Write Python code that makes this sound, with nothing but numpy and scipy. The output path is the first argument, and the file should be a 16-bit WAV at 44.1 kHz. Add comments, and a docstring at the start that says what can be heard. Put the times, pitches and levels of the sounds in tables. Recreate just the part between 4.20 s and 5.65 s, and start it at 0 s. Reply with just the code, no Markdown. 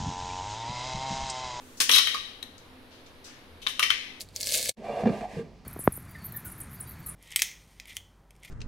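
"""Hulled seeds pour into a plastic blender jug: thousands of tiny impacts, each a tick filtered by
the jug's resonances, over a dull patter on wet pulp. After a short dip almost to silence, an empty
glass jar slides over a wooden block. Friction excites the modes of glass and wood, so the jar
scrapes, sings, judders and settles with a soft knock. Faint mains hum and room rumble lie beneath."""
import sys
import numpy as np
from scipy import signal
from scipy.fft import rfft, irfft
from scipy.io import wavfile

SR = 44100
rng = np.random.default_rng(int(sys.argv[2]) if len(sys.argv) > 2 else 0)


def master_out(mix):
    """Clip the mix to full scale and print it as 16-bit PCM to the path in sys.argv[1]."""
    frames = np.transpose(np.atleast_2d(mix))
    ceiling = np.clip(frames, -1, 1)
    pcm = np.round(ceiling * 32767).astype(np.int16)
    wavfile.write(sys.argv[1], SR, pcm)


N = 63945
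T = np.arange(N) / SR
CHANGE_S = .55  # the pouring scene ends and the sliding scene begins


def amp(db):
    """Amplitude grows tenfold with every 20 dB."""
    return 10 ** (np.asarray(db) / 20)


def unit(x):
    """Normalisation to an rms of 1."""
    return x / np.sqrt(np.mean(x ** 2) + 1e-20)


def level(rows, column=1):
    """An amplitude envelope, interpolated in dB between the times in the first column."""
    rows = np.array(rows)
    return amp(np.interp(T, rows[:, 0], rows[:, column]))


def add(mix, start_s, sound):
    """Superposition: a sound adds to the mix from its start time on."""
    part = mix[..., max(round(start_s * SR), 0):][..., :sound.shape[-1]]
    part += sound[..., :part.shape[-1]]


def colour(x, points, size=4096):
    """Minimum-phase filtering at unit energy, along a spectrum of (Hz, dB) points."""
    hz, db = np.transpose(points)
    bin_hz = abs(np.fft.fftfreq(size, 1 / SR))
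    log_gain = np.log(amp(np.interp(np.log(bin_hz + 1), np.log(hz), db)))
    taps = np.fft.ifft(np.exp(signal.hilbert(log_gain).conj())).real[:size // 2]
    return signal.fftconvolve(x, (taps / np.linalg.norm(taps))[None], axes=1)[:, :N]


def ring(x, modes):
    """Forced resonance: x drives steep (Hz, width Hz, dB) bands, whose sum is scaled to rms 1."""
    out = 0
    for hz, width, db in modes:
        b, a = signal.iirpeak(hz, hz / (1.5 * width), SR)
        out = out + amp(db) * unit(signal.lfilter(b, a, signal.lfilter(b, a, x)))
    return unit(out)


def clicks(per_s, spread_db):
    """Shot noise: independent impulses of either sign, a few much larger than the rest."""
    size = amp(spread_db * np.minimum(rng.exponential(1, N), 4))
    return size * rng.choice([-1, 1], N) * (rng.random(N) < per_s / SR)


def reflect(x, t60, wet_db):
    """Reverberation: diffuse reflections add an exponential tail, different in each ear."""
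    t = T[:SR // 3]
    tail = rng.standard_normal((2, len(t))) * amp(-60 * t / t60) * (1 - np.exp(-t / .001))
    tail /= np.linalg.norm(tail, axis=1, keepdims=True)
    return x + amp(wet_db) * signal.fftconvolve(np.atleast_2d(x), tail, axes=1)[:, :N]


def widen(mid, side, width):
    """Mid-side stereo: the part that differs between the ears gives width."""
    return np.array([mid + width * side, mid - width * side])


def lean(x, left_db):
    """A level difference between the ears, overall or per frequency bin; positive favours the left."""
    return x * amp(np.vstack([left_db / 2, -left_db / 2]))


def tick(hz, ring_s=.00025, crack=.47, crack_s=.0005):
    """One seed's impact: a heavily damped oscillation and a tiny crack of noise."""
    t = T[:256]
    noise = crack * rng.standard_normal(len(t)) * np.exp(-t / crack_s)
    shot = np.exp(-t / ring_s) * np.cos(2 * np.pi * hz * t) + noise
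    return shot / np.linalg.norm(shot)


def stereo_tick(hz):
    """Decorrelation between the ears grows with pitch, so higher ticks spread wider."""
    return widen(tick(hz), tick(hz), .35 * hz / 6500)


def seeds(seeds_per_s=6000):
    """Impact excitation: a stream of seeds and some hard strikes set the jug ringing briefly."""
    # The flow of seeds. Each row: time in seconds, relative level in dB.
    flow = [(0, -48), (.018, -42), (.035, -54), (.06, -65.5), (.12, -70), (.143, -63.5), (.162, -44),
            (.184, -48.5), (.21, -44), (.248, -42.5), (.27, -34.5), (.316, -33), (.346, -26), (.385, -30.5),
            (.412, -35), (.478, -34.5), (.494, -26.5), (.504, -48), (.54, -40)]
    # Single seeds hitting the wall hard. Each row: start in seconds, relative level in dB, ring in Hz.
    strikes = [(.0075, -21, 4400), (0.0134, -23, 4600), (0.0172, -25.5, 9000), (0.0884, -37.5, 4200),
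               (0.1623, -14, 6000), (0.1671, -23, 5000), (.2044, -22, 7000), (0.2097, -16.5, 4600),
               (.2139, -16, 9000), (.229, -19.5, 7000), (0.232, -14, 5000), (0.243, -21, 5000),
               (.2539, -25.5, 4800), (0.2597, -22, 7500), (0.2715, -10.5, 5500), (.2903, -16, 4500),
               (0.3088, -21.5, 9000), (.3226, -13.5, 4500), (0.3407, -18.5, 5500), (0.3527, -13, 10500),
               (0.396, -20, 6000), (0.4279, -13.5, 7000), (0.458, -15, 2200), (0.488, -24.5, 7000),
               (0.4935, -14, 8500)]
    # The jug's broad response. Each row: frequency in Hz, relative gain in dB.
    jug_response = [(100, -24), (220, -17), (330, -19.5), (430, -15.5), (520, -10), (640, -8), (720, -28.5),
                    (1000, -30.5), (1400, -27), (1620, -20), (1780, -16.5), (2220, -9), (3050, -11),
                    (4470, -4.5), (5300, -8.5), (8000, -7), (10500, -9), (16000, -14.5)]
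    # The jug's resonances. Each row: frequency in Hz, bandwidth in Hz, relative level in dB.
    jug_modes = [(1726, 36, -5), (2216, 91, -3), (4500, 260, 0), (7810, 52, -3), (8300, 97, -3)]
    # The seeds' stereo balance. Each row: frequency in Hz, left over right in dB.
    balance = [(500, -4), (2000, -4), (4000, -4.5), (8000, -3.5), (13000, 3)]
    stream = np.zeros((2, N))
    pitches = np.geomspace(2500, 12000, 24)
    for hz in pitches:
        shot = stereo_tick(hz)
        impacts = clicks(seeds_per_s / len(pitches), spread_db=4.5)
        stream += signal.fftconvolve(impacts[None], shot, axes=1)[:, :N]
    hits = unit(stream) * level(flow) * amp(-2)
    for start_s, db, hz in strikes:
        add(hits, start_s, amp(db + 4) * stereo_tick(hz))
    in_jug = colour(reflect(hits, t60=.045, wet_db=-8), jug_response)
    ringing = ring(hits, jug_modes) * np.std(in_jug) * amp(-17)
    left_db = np.interp(np.fft.rfftfreq(N, 1 / SR), *np.transpose(balance))
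    return irfft(lean(rfft(in_jug + ringing), left_db), N) * (T < CHANGE_S)


def patter():
    """Cavity resonance: seeds land on the wet pulp and excite the air in the jug."""
    # The dull patter. Each row: time in seconds, relative level in dB.
    envelope = [(0, -49), (.06, -89), (.14, -81), (.2, -56), (.27, -56.5), (.33, -58.5), (.355, -52),
                (.40, -43), (.42, -57), (.478, -56.5), (.494, -38.5), (.505, -58.5), (.53, -61)]
    # The jug's air resonances. Each row: frequency in Hz, bandwidth in Hz, relative level in dB.
    air_modes = [(400, 120, -5.5), (501, 100, 7), (616, 72, -3), (1250, 50, -18.5), (1760, 71, -5.5)]
    return ring(clicks(per_s=1500, spread_db=4.5), air_modes) * level(envelope) * (T < CHANGE_S)


def room_tone():
    """Background noise: low kitchen rumble and sinusoidal mains hum, different in each scene."""
    # The room's spectrum by the jug and by the board. 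Each row: frequency in Hz, relative gain in dB.
    by_jug = [(20, -6), (50, -19), (80, -8.5), (130, -11), (220, -11.5), (330, -16), (600, -19),
              (1300, -28.5), (4000, -29.5), (16000, -57.5)]
    by_board = [(20, -13.5), (50, 1), (80, -13.5), (130, -8.5), (200, -2.5), (350, -15.5), (1060, -22.5),
                (1900, -34), (5000, -30), (9000, -51), (16000, -53)]
    # Mains hum. Each row: frequency in Hz, relative level in dB by the jug, then by the board.
    hum = [(49.5, -63, -65), (95, -61, -66)]
    pouring = T < CHANGE_S
    air = widen(*rng.standard_normal((2, N)), width=.3)
    out = np.where(pouring, amp(-57) * unit(colour(air, by_jug)), amp(-58) * unit(colour(air, by_board)))
    for hz, jug_db, board_db in hum:
        tone = np.sqrt(2) * np.sin(2 * np.pi * (hz * T + rng.random()))
        out += amp(np.where(pouring, jug_db, board_db)) * tone
    return out


def scrape(slips_per_s=2500, spread_db=2.5):
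    """Sliding friction: tiny slips of glass on wood drive jar, board and glass wall, with a fine hiss."""
    # The slide. Each row: time in seconds, relative levels of the scrape and of the hiss in dB.
    slide = [(.56, -68, -69), (.585, -68, -61), (.62, -50, -62), (.652, -45, -53), (.70, -35.5, -53),
             (.755, -37, -52), (.815, -34, -47.5), (.845, -45, -53.5), (.875, -39, -55),
             (.93, -40.5, -49.5), (.995, -45.5, -50), (1.038, -43.5, -52), (1.07, -53, -57.5),
             (1.125, -52, -51), (1.20, -59, -51), (1.235, -58, -63.5), (1.30, -66.5, -67.5),
             (1.45, -83, -70)]
    # The board's rumble and the glass wall's ring. Each row: time in seconds, relative level in dB.
    board_envelope = [(.56, -78), (.59, -48), (.64, -56), (.70, -50), (.80, -52.5), (.87, -27.5),
                      (.93, -38), (1.01, -46.5), (1.08, -68), (1.14, -49), (1.21, -45.5), (1.28, -55.5),
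                      (1.45, -69.5)]
    wall_envelope = [(.56, -89), (.63, -66), (.66, -53.5), (.73, -52), (.80, -50), (.85, -59), (.88, -45.5),
                     (.92, -53.5), (1.03, -60), (1.10, -71), (1.2, -57), (1.3, -84)]
    # Resonances of jar, board and wall. Each row: frequency in Hz, bandwidth in Hz, relative level in dB.
    jar_modes = [(374, 55, -9.5), (461.3, 27, -1.5), (579, 24.5, -2), (665.2, 53, 3), (780, 53, -5),
                 (874, 73, -12), (1071, 37, -19)]
    board_modes = [(152.4, 85, -2), (214.2, 30, 0.5), (397, 103, 0.5)]
    wall_modes = [(1176.5, 48, 5), (1595, 45, 2), (2362, 95, 2.5), (2783, 14.5, -0.5), (3490, 62, -6.5),
                  (4374, 67, -9)]
    # The spectrum of the hiss. Each row: frequency in Hz, relative gain in dB.
    hiss_spectrum = [(300, 3), (1050, 1), (1350, -25.5), (1620, -2), (1900, 1.5), (2380, -2), (2600, -1.5),
                     (2850, -6.5), (3300, -7.5), (4300, -10.5), (6000, -14.5), (8000, -17), (11000, -23.5),
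                     (16000, -36)]
    body = ring(clicks(slips_per_s, spread_db), jar_modes) * level(slide)
    rumble = ring(clicks(slips_per_s, spread_db), board_modes) * level(board_envelope)
    wall = ring(clicks(slips_per_s, spread_db), wall_modes) * level(wall_envelope)
    fine_slips = widen(clicks(per_s=12000, spread_db=1.4), clicks(per_s=12000, spread_db=2.3), width=.37)
    hiss = unit(colour(fine_slips, hiss_spectrum)) * level(slide, column=2)
    return (body + rumble + wall + hiss) * (T > CHANGE_S)


def wander(cutoff_hz=55.1):
    """Low-passed noise: a random fluctuation of rms 1."""
    return unit(signal.sosfilt(signal.butter(2, cutoff_hz, fs=SR, output="sos"), rng.standard_normal(N)))


def sing(hz=738, pitch_spread=.0456, flutter_depth=.56):
    """Stick-slip oscillation locks briefly on a resonance of the jar: a rough, unsteady tone."""
    # The singing tone. Each row: time in seconds, relative level in dB.
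    envelope = [(.6, -78), (.65, -46.5), (.82, -43.5), (.92, -49), (1.0, -48), (1.045, -36), (1.09, -45.5),
                (1.14, -63), (1.25, -78)]
    cycles = np.cumsum(hz * (1 + pitch_spread * wander())) / SR
    flutter = unit(np.exp(flutter_depth * wander()))
    return np.sqrt(2) * np.sin(2 * np.pi * cycles) * flutter * level(envelope) * (T > CHANGE_S)


def mode(hz, db, t60, rise_s):
    """Damped free vibration: a sinusoid that starts softly and decays exponentially."""
    t = T[:SR // 4]
    return np.minimum(t / rise_s, 1) * amp(db - 60 * t / t60) * np.sin(2 * np.pi * hz * t)


def bumps(thud_t60=.077, thud_rise_s=.009, grit_t60=.056):
    """Impulse response: the jar catches on the grain, so the board thuds, glass rings and grit rasps."""
    # The catches. Each row: start in seconds, relative levels in dB of thud, hollow knock,
    # glass clack and grit, thud pitch in Hz.
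    catches = [(.6435, -50, -38.5, -34, -63, 212), (.694, -35, -61, -26, -55.5, 224),
               (.8345, -19.5, -31, -13.5, -47, 170), (.8565, -15, -30, -14, -37, 205),
               (.8615, -13, -29.5, -17, -68, 220), (.8705, -25.5, -19.5, -18, -36, 201.6),
               (.8915, -15, -31, -30, -41, 197.5), (1.009, -32, -54, -29.5, -46, 203),
               (1.041, -42, -53, -16.5, -46, 210.5), (1.169, -24, -31, -60, -57, 165.2),
               (1.193, -37, -30, -45, -64, 176), (1.238, -34, -61, -60, -78, 151)]
    # The jar's modes, two for the knock and then two for the clack.
    # Each row: frequency in Hz, relative level in dB, time to decay by 60 dB in seconds.
    jar_modes = [(412, -10, 0.1), (457, -2.5, 0.13), (682, -15.5, 0.056), (728, -16.5, 0.11)]
    # The spectrum of the gritty contact. Each row: frequency in Hz, relative gain in dB.
    grit_spectrum = [(300, -7.5), (1080, 3.5), (1400, -6.5), (1750, 0.5), (2400, -13.5), (3200, -18),
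                     (4400, -17.5), (7000, -27), (16000, -62)]
    ringing, grit = np.zeros(N), np.zeros((1, N))
    t = T[:SR // 4]
    for start_s, thud_db, knock_db, clack_db, grit_db, thud_hz in catches:
        add(ringing, start_s, mode(thud_hz, thud_db, thud_t60, thud_rise_s))
        add(ringing, start_s, mode(thud_hz * .672, thud_db - 9.5, thud_t60, thud_rise_s))
        for (hz, db, t60), strength_db in zip(jar_modes, [knock_db, knock_db, clack_db, clack_db]):
            add(ringing, start_s, mode(hz, db + strength_db, t60, rise_s=.0021))
        add(grit, start_s, rng.standard_normal(len(t)) * amp(grit_db - 60 * t / grit_t60))
    return ringing + colour(grit, grit_spectrum)


def scene():
    """The sources superpose: first the pour, then the jar with a small kitchen's reverberation."""
    jar = reflect(scrape() + sing() + bumps(), t60=.19, wet_db=-16)
    return seeds() + lean(patter() + jar + room_tone(), left_db=-1.7)


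def record(dry, cutoff_hz=15950):
    """Attenuation dips the level between the two scenes; a low-pass filter limits the bandwidth."""
    # The fade between the scenes. Each row: time in seconds, gain in dB.
    fade = [(.5, 2), (.512, -1.5), (.533, -40.5), (.563, -31), (.571, 3)]
    low_pass = signal.firwin(511, cutoff_hz, window=("kaiser", 9), fs=SR)
    return signal.oaconvolve(dry * level(fade), low_pass[None], "same")


dry = scene()
out = record(dry)
master_out(out)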